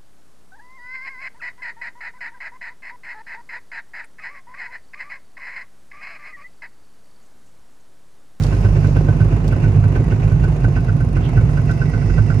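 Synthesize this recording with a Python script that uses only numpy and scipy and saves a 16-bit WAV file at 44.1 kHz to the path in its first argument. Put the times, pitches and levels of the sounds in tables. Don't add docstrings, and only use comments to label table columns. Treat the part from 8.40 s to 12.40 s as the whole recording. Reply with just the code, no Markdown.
import sys
import numpy as np
from scipy import signal
from scipy.fft import rfft, irfft, next_fast_len
from scipy.io import wavfile
from scipy.ndimage import uniform_filter1d, minimum_filter1d, map_coordinates

SR = 44100
rng = np.random.default_rng(int(sys.argv[2]) if len(sys.argv) > 2 else 0)


def log_audio(samples):
    frames = np.atleast_2d(samples).T
    limited = np.clip(frames, -1, 1)
    pcm = np.round(limited * 32767).astype(np.int16)
    wavfile.write(sys.argv[1], SR, pcm)


N = 176400
TURNS_PER_S = 24.87
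LEFT_RIGHT = np.array([[.5], [-.5]])

# time_s, ring_db, boom_db, bark_db, rasp_db
FIRINGS = [(0.132, -39, -16.5, -27, -45.5), (0.254, -35.5, -10, -25, -44.5),
           (0.373, -45, -22.5, -27.5, -45.5), (0.45, -36.5, -13.5, -34, -46),
           (0.573, -35, -17.5, -23, -45.5), (0.693, -35.5, -14.5, -24, -52), (0.812, -36, -10, -32, -48),
           (0.929, -43.5, -12, -28.5, -45.5), (1.13, -38, -11, -27, -45), (1.247, -35.5, -12.5, -30, -42.5),
           (1.363, -46.0, -11.5, -36, -52.5), (1.447, -37, -9, -32, -55.5), (1.567, -40.5, -13.5, -23, -43),
           (1.727, -37, -14, -26.5, -43.5), (1.844, -53, -14, -30.5, -43.5),
           (1.922, -45, -12.5, -31, -51.5), (2.046, -34.5, -14.5, -27.5, -45.5),
           (2.249, -34, -9, -27.5, -47.5), (2.371, -31, -15, -27.5, -44),
           (2.491, -32.5, -12.5, -31.5, -54.5), (2.611, -36, -15, -34, -54),
           (2.774, -35.5, -10.5, -27.5, -44), (2.978, -30.5, -7.5, -29.5, -47),
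           (3.098, -43, -26, -36.5, -52.5), (3.18, -32.5, -11.5, -31, -47),
           (3.302, -27.5, -13, -29.5, -44.5), (3.422, -30.5, -18, -36, -49),
           (3.544, -37.5, -14.5, -34, -52), (3.626, -39.5, -20.5, -41.5, -48.5),
           (3.705, -39, -15, -35.5, -50.5), (3.788, -32.5, -11, -27, -48),
           (3.909, -30, -14.5, -29.5, -48.5)]
# time_s, traffic_db, whirr_db, clatter_db
SWELLS = [(0, -45, -67, -32), (.25, -49, -55, -32), (.6, -52.5, -73, -32.5), (.9, -54.5, -67.5, -31),
          (1.6, -54.5, -52.5, -32.5), (2.3, -53.5, -70, -33.5), (2.68, -54.5, -66, -37.5),
          (2.9, -55.5, -50.5, -30.5), (3.2, -53.5, -51.5, -34.5), (3.501, -56.5, -47, -34.5),
          (4, -55.5, -51.5, -34.5)]


def amp(db):
    return 10 ** (np.asarray(db) / 20)


def unit(x):
    return x / np.sqrt(np.mean(x ** 2) + 1e-20)


def along(points, hz):
    f, v = np.transpose(points)
    return np.interp(np.log(hz + 1), np.log(f + 1), v)


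def clock():
    return np.arange(N) / SR


def contour(table, column=1):
    columns = np.transpose(table)
    return np.interp(clock(), columns[0], columns[column])


def wobble(rate):
    return map_coordinates(rng.standard_normal(int(N * rate / SR) + 4), [clock() * rate])


def filtered(x, response):
    m = next_fast_len(N + SR // 2)
    return irfft(rfft(x, m) * response(np.fft.rfftfreq(m, 1 / SR)), m)[..., :N]


def noise(gain):
    # frequency_hz, correlation
    coherence = [(150, 0.97), (300, 0.86), (600, 0.45), (1200, 0.039), (2000, -0.21), (3000, 0.14),
                 (12000, -0.039)]

    def response(hz):
        angle = np.arccos(np.clip(along(coherence, hz), -1, 1)) / 2
        return gain(hz) * np.array([np.cos(angle), np.sin(angle)])
    mid, side = filtered(rng.standard_normal((2, N)), response)
    return unit(np.array([mid + side, mid - side]))


def rush(spectrum):
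    return noise(lambda hz: amp(along(spectrum, hz)))


def narrow(centre_hz, width_hz):
    return noise(lambda hz: 1 / (1 + (2 * (hz - centre_hz) / width_hz) ** 2))


def patchy(x, depth_db=2):
    spectrogram = signal.stft(x, nperseg=1024)[2]
    field = uniform_filter1d(rng.standard_normal(spectrogram.shape[1:]), size=6, axis=0)
    field = unit(uniform_filter1d(field, size=5, axis=1))
    return unit(signal.istft(spectrogram * amp(depth_db * field), nperseg=1024)[1][:, :N])


def bursts(times, levels_db, attack_s, t60_s):
    out, t = np.zeros(N), clock()
    for s, db in zip(times, levels_db):
        rise = np.exp(-(np.minimum(t - s, 0) / attack_s) ** 2)
        out += rise * amp(db - 60 * np.clip(t - s, 0, 2 * t60_s) / t60_s)
    return out


def struck(times, levels_db, modes, attack_s, scatter_db, detune):
    out, t = np.zeros(N + SR, complex), np.arange(SR // 4) / SR
    hz, db, t60_s = np.transpose(modes)[:, :, None]
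    rise = 1 - np.exp(-(t / attack_s) ** 2)
    for s, level in zip(times, levels_db):
        size, pitch = rng.standard_normal((2, len(modes), 1))
        decay = amp(level + db + scatter_db * size - 60 * t / t60_s)
        tones = np.exp(2j * np.pi * hz * (1 + detune * pitch) * t)
        out[max(round(s * SR), 0):][:len(t)] += (decay * tones).sum(0) * rise
    return out[:N]


def once_a_turn(turns, lead_s, decay_s):
    count, part = np.divmod(turns - np.floor(turns[0]) + 1 + lead_s * TURNS_PER_S, 1)
    sizes = amp(2 * rng.standard_normal(size=128))
    pulses = sizes[count.astype(int)] * np.exp(-part / TURNS_PER_S / decay_s)
    return unit(uniform_filter1d(pulses, int(.002 * SR)))


def traffic(turns):
    # frequency_hz, density_db
    hiss_spectrum = [(200, -9), (1000, 8), (2000, 4.5), (2800, 2), (3200, -1.5), (4200, -2), (5200, -3.5),
                     (7000, -2.5), (8200, -14), (9400, -8), (11200, -9.5), (13000, -26.5), (15000, -41.5)]
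    fizz_spectrum = [(3000, -26), (4200, -6.5), (5000, 2.5), (6000, -2.5), (7200, -13), (9000, -14.5),
                     (14000, -39)]
    # time_s, level_db
    fizz_swells = [(0, -60.5), (.5, -54), (1, -71.5), (2.7, -66), (3.101, -59), (3.5, -52.5), (4, -53)]
    flutter = unit(1 + .13 * once_a_turn(turns, lead_s=.0037, decay_s=.008))
    fizz = amp(contour(fizz_swells)) * patchy(rush(fizz_spectrum))
    hiss_db = contour(SWELLS, column=1) + 2.8 + .42 * wobble(3.1)
    return amp(hiss_db) * flutter * patchy(rush(hiss_spectrum)) + fizz


def other_idle():
    # harmonic_number, level_db
    harmonics = [(1, -20), (2, -23.5), (3, -23), (5, -36.5), (6, -47), (7, -45.5), (8, -48.5), (9, -46)]
    # time_s, pitch_hz
    pitch = [(0, 49.7), (.7, 49.8), (1.4, 50.2), (2.2, 49.7), (3, 49.2), (4, 49.5)]
    angle = 2 * np.pi * np.cumsum(contour(pitch)) / SR
    return np.sqrt(2) * sum(amp(db + 1.33 * wobble(5.58)) * np.sin(k * angle + rng.uniform(0, 2 * np.pi))
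                            for k, db in harmonics)


def loose_trim():
    # time_s, level_db
    click_events = [(0.022, -38.5), (0.0342, -32.5), (0.0642, -38.5), (0.145, -42), (0.4698, -41.5),
                    (1.077, -36.5), (2.0393, -43), (2.8855, -48), (3.311, -39.5)]
    knock_events = [(0.148, -21), (0.366, -24.5), (0.486, -17), (0.566, -15), (0.606, -12.5),
                    (0.688, -11.5), (0.853, -19), (0.925, -17.5), (1.05, -24), (1.164, -15.5), (1.6, -13.5),
                    (2.246, -17), (2.281, -9.5)]
    # frequency_hz, density_db
    click_spectrum = [(500, -8), (2000, -8), (4000, 1), (5500, 0), (7000, -6), (9000, -10.5), (12000, -13),
                      (15000, -26)]
    rustle_spectrum = [(2500, -14), (6000, 0), (10500, -1), (13000, -15), (15000, -32)]
    # frequency_hz, level_db, t60_s
    panel_modes = [(135, 0.5, .04), (250, -2, 0.039), (379, -4, 0.042), (543, -4, 0.035), (800, -14, .02),
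                   (970, -20, 0.015)]
    click_s, click_db = np.transpose(click_events)
    knock_s, knock_db = np.transpose(knock_events)
    clicks = rush(click_spectrum) * bursts(click_s + .0031, click_db - .5, attack_s=.0025, t60_s=.054)
    knocks = struck(knock_s, knock_db + 1, panel_modes, attack_s=.0015, scatter_db=1.5, detune=.058).imag
    scuff = narrow(3100, width_hz=800) * bursts([2.865], [-41], attack_s=.039, t60_s=.11)
    rustle = rush(rustle_spectrum) * bursts([3.115], [-57], attack_s=.03, t60_s=.5)
    return clicks + knocks + scuff + rustle


def shaft_turns():
    firing_s = np.transpose(FIRINGS)[0]
    whole = np.cumsum(np.round(np.diff(firing_s, prepend=firing_s[0]) * TURNS_PER_S))
    drift = np.interp(clock(), firing_s, whole - firing_s * TURNS_PER_S)
    return clock() * TURNS_PER_S + uniform_filter1d(drift, int(.25 * SR))


def bearing_whirr():
    # pitch_hz, level_db
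    tones = [(1955, 0.5), (2060, -5), (2210, -8), (2590, -11.5), (2690, -6.5)]
    waver, flicker_db = .011, 4
    out = np.zeros((2, N))
    for hz, db in tones:
        pitch_hz = hz * (1 + waver * (wobble(22) + wobble(160)) / np.sqrt(2))
        angle = 2 * np.pi * np.cumsum(pitch_hz) / SR
        level = amp(db + flicker_db * wobble(25))
        ear_phases = np.array([wobble(14), wobble(14)])
        out += level * np.sin(angle + ear_phases)
    return unit(out)


def mechanism(turns):
    # frequency_hz, density_db
    clatter_spectrum = [(170, -28.5), (250, -3.5), (420, -4), (560, -11.5), (800, -13), (1250, -18.5),
                        (1750, -23.5), (2800, -26), (3150, -36.5), (6300, -40), (12000, -60.5)]
    tick_spectrum = [(2000, -6), (5000, -1), (8300, -14), (9000, -3), (9400, 7), (9900, -4), (10600, -5),
                     (11100, 2), (11600, -8), (12300, -20.5), (15000, -32.5)]
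    rumble_spectrum = [(20, -24.5), (36, -22), (45, -9), (62, -1), (78, -15), (92, -2), (120, -3),
                       (170, -3.5), (192, -16.5), (225, -14), (300, -23.5), (600, -30.5), (1500, -46),
                       (4000, -76.5)]
    # centre_hz, width_hz, level_db
    resonances = [(687, 44, -46), (1056.5, 28, -51.5), (1490, 67, -52.5), (2565, 73, -61),
                  (2764, 77, -65.5), (4920, 45, -70), (6180, 60, -70.5)]
    main_pulse = once_a_turn(turns, lead_s=.0076, decay_s=.019)
    early_pulse = once_a_turn(turns, lead_s=.026, decay_s=.012)
    throb = unit(.95 + main_pulse + .26 * early_pulse)
    clatter = amp(contour(SWELLS, column=3)) * throb * rush(clatter_spectrum)
    tick = amp(-61.5) * once_a_turn(turns, lead_s=.0036, decay_s=.003) * rush(tick_spectrum)
    singing = sum(amp(db) * narrow(hz, width) for hz, width, db in resonances)
    whirr = amp(contour(SWELLS, column=2)) * throb * bearing_whirr()
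    return clatter + tick + singing + whirr + amp(-19.5) * rush(rumble_spectrum)


def shaft_hum(turns):
    # cycles_per_turn, level_db
    orders = [(2, -32), (3, -37.5), (4, -27.5), (5, -27.5), (7, -39.5), (15, -48)]
    lag_s, waver_db = .00501, 1.5
    angle = 2 * np.pi * (turns - lag_s * TURNS_PER_S)
    return np.sqrt(2) * sum(amp(db + waver_db * wobble(7.4)) * np.cos(k * angle) for k, db in orders)


def seat_chatter(firing_s, ring_db):
    # frequency_hz, level_db, t60_s
    modes = [(1270, -2, .02), (1580, 2, .02), (1820, -8, .015), (2200, -10, .015), (2480, -10, 0.016),
             (2725, -8, 0.018)]
    slip = rng.uniform(-1, 1, size=(len(firing_s), 4))
    place = np.linspace(-1, 1, 4)
    contact_s = firing_s[:, None] + .011 * (place + slip / 2)
    contact_db = -27.5 + .3 * ring_db[:, None] - 5 * place ** 2
    contact_db += 2 * rng.standard_normal(slip.shape)
    return struck(contact_s.ravel(), contact_db.ravel(), modes, attack_s=.0012, scatter_db=2.5, detune=.03)


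def metal_part(firing_s, ring_db):
    # frequency_hz, level_db, t60_s
    modes = [(1382, -1.5, 0.073), (1473, -7, 0.051), (1508, 5, 0.081), (1612, -12.5, 0.05),
             (1740, -21.5, 0.044), (1970, -16, .05)]
    # centre_hz, width_hz, relative_db, lead_s
    resonances = [(1955, 60, -16, .006), (2690, 70, -17, .022), (4920, 60, -26, .002)]
    rough_db, ear_phase_rad = 3.2, -1.5
    ring = amp(13) * struck(firing_s - .013, ring_db, modes, attack_s=.012, scatter_db=2, detune=.0051)
    rattle = ring * amp(rough_db * wobble(250)) + seat_chatter(firing_s, ring_db)
    overtones = sum(narrow(hz, width) * bursts(firing_s - lead_s, ring_db + db, attack_s=.012, t60_s=.12)
                    for hz, width, db, lead_s in resonances)
    return (rattle * np.exp(1j * ear_phase_rad * LEFT_RIGHT)).imag + overtones


def exhaust(firing_s, bark_db, rasp_db):
    # frequency_hz, density_db
    bark_spectrum = [(150, -22.5), (260, 3.5), (420, 1.5), (700, -6), (1000, -12), (1800, -19),
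                     (3000, -28.5), (8000, -56)]
    rasp_spectrum = [(900, -20), (1800, 2.5), (2300, 3), (2750, 5.5), (3200, -14), (6000, -11.5),
                     (9000, -27), (14000, -38.5)]
    bark = rush(bark_spectrum) * bursts(firing_s - .003, bark_db + 1.5, attack_s=.012, t60_s=.098)
    rasp = rush(rasp_spectrum) * bursts(firing_s - .012, rasp_db + 3.5, attack_s=.013, t60_s=.23)
    return bark + rasp


def cabin_boom(turns, firing_s, boom_db):
    # frequency_hz, level_db, t60_s
    modes = [(44.2, -12, 0.44), (61.5, -10, 0.25), (91.3, -6, 0.18), (108.7, 1, 0.2), (121.5, -7.5, 0.23),
             (136.7, -11, 0.099), (161.8, -14, 0.12), (206, -22.5, 0.068)]
    lead_s = .00759
    nearest_turn = np.round(np.interp(firing_s, clock(), turns))
    kick_s = np.interp(nearest_turn, turns, clock()) - lead_s
    blow_s = np.concatenate([kick_s, kick_s + .5 / TURNS_PER_S])
    return amp(5) * struck(blow_s, np.tile(boom_db, 2), modes, attack_s=.0069, scatter_db=.5, detune=.017).imag


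def scene():
    # time_s, left_minus_right_db
    lean = [(3.299, 1), (3.75, -1.5)]
    # frequency_hz, left_minus_right_db
    balance = [(50, -4.5), (130, -5), (230, -7.5), (380, -0.5), (600, -2), (1100, -4.5), (2000, -7),
               (3200, -4.5), (5000, -5), (7500, -9), (9000, -10.5), (11000, 3), (13000, 1)]
    firing_s, ring_db, boom_db, bark_db, rasp_db = np.transpose(FIRINGS)
    turns = shaft_turns()
    hums = shaft_hum(turns) + other_idle()
    boom = cabin_boom(turns, firing_s, boom_db)
    firings = boom + metal_part(firing_s, ring_db) + exhaust(firing_s, bark_db, rasp_db)
    cabin = hums + firings + mechanism(turns) + loose_trim() + traffic(turns)
    cabin *= amp(contour(lean) * LEFT_RIGHT)
    return filtered(cabin, lambda hz: amp(along(balance, hz) * LEFT_RIGHT))


def record(dry):
    ceiling, window, top_hz = .92, int(.012 * SR), 15300
    x = filtered(dry, lambda hz: amp(along([(20, -8.5), (33, -10.5), (41, -.5)], hz)))
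    needed = ceiling / np.maximum(np.abs(x).max(0), ceiling)
    gain = uniform_filter1d(minimum_filter1d(needed, 2 * window), window)
    return filtered(x * gain, lambda hz: hz < top_hz)


dry = scene()
out = record(dry)
log_audio(out)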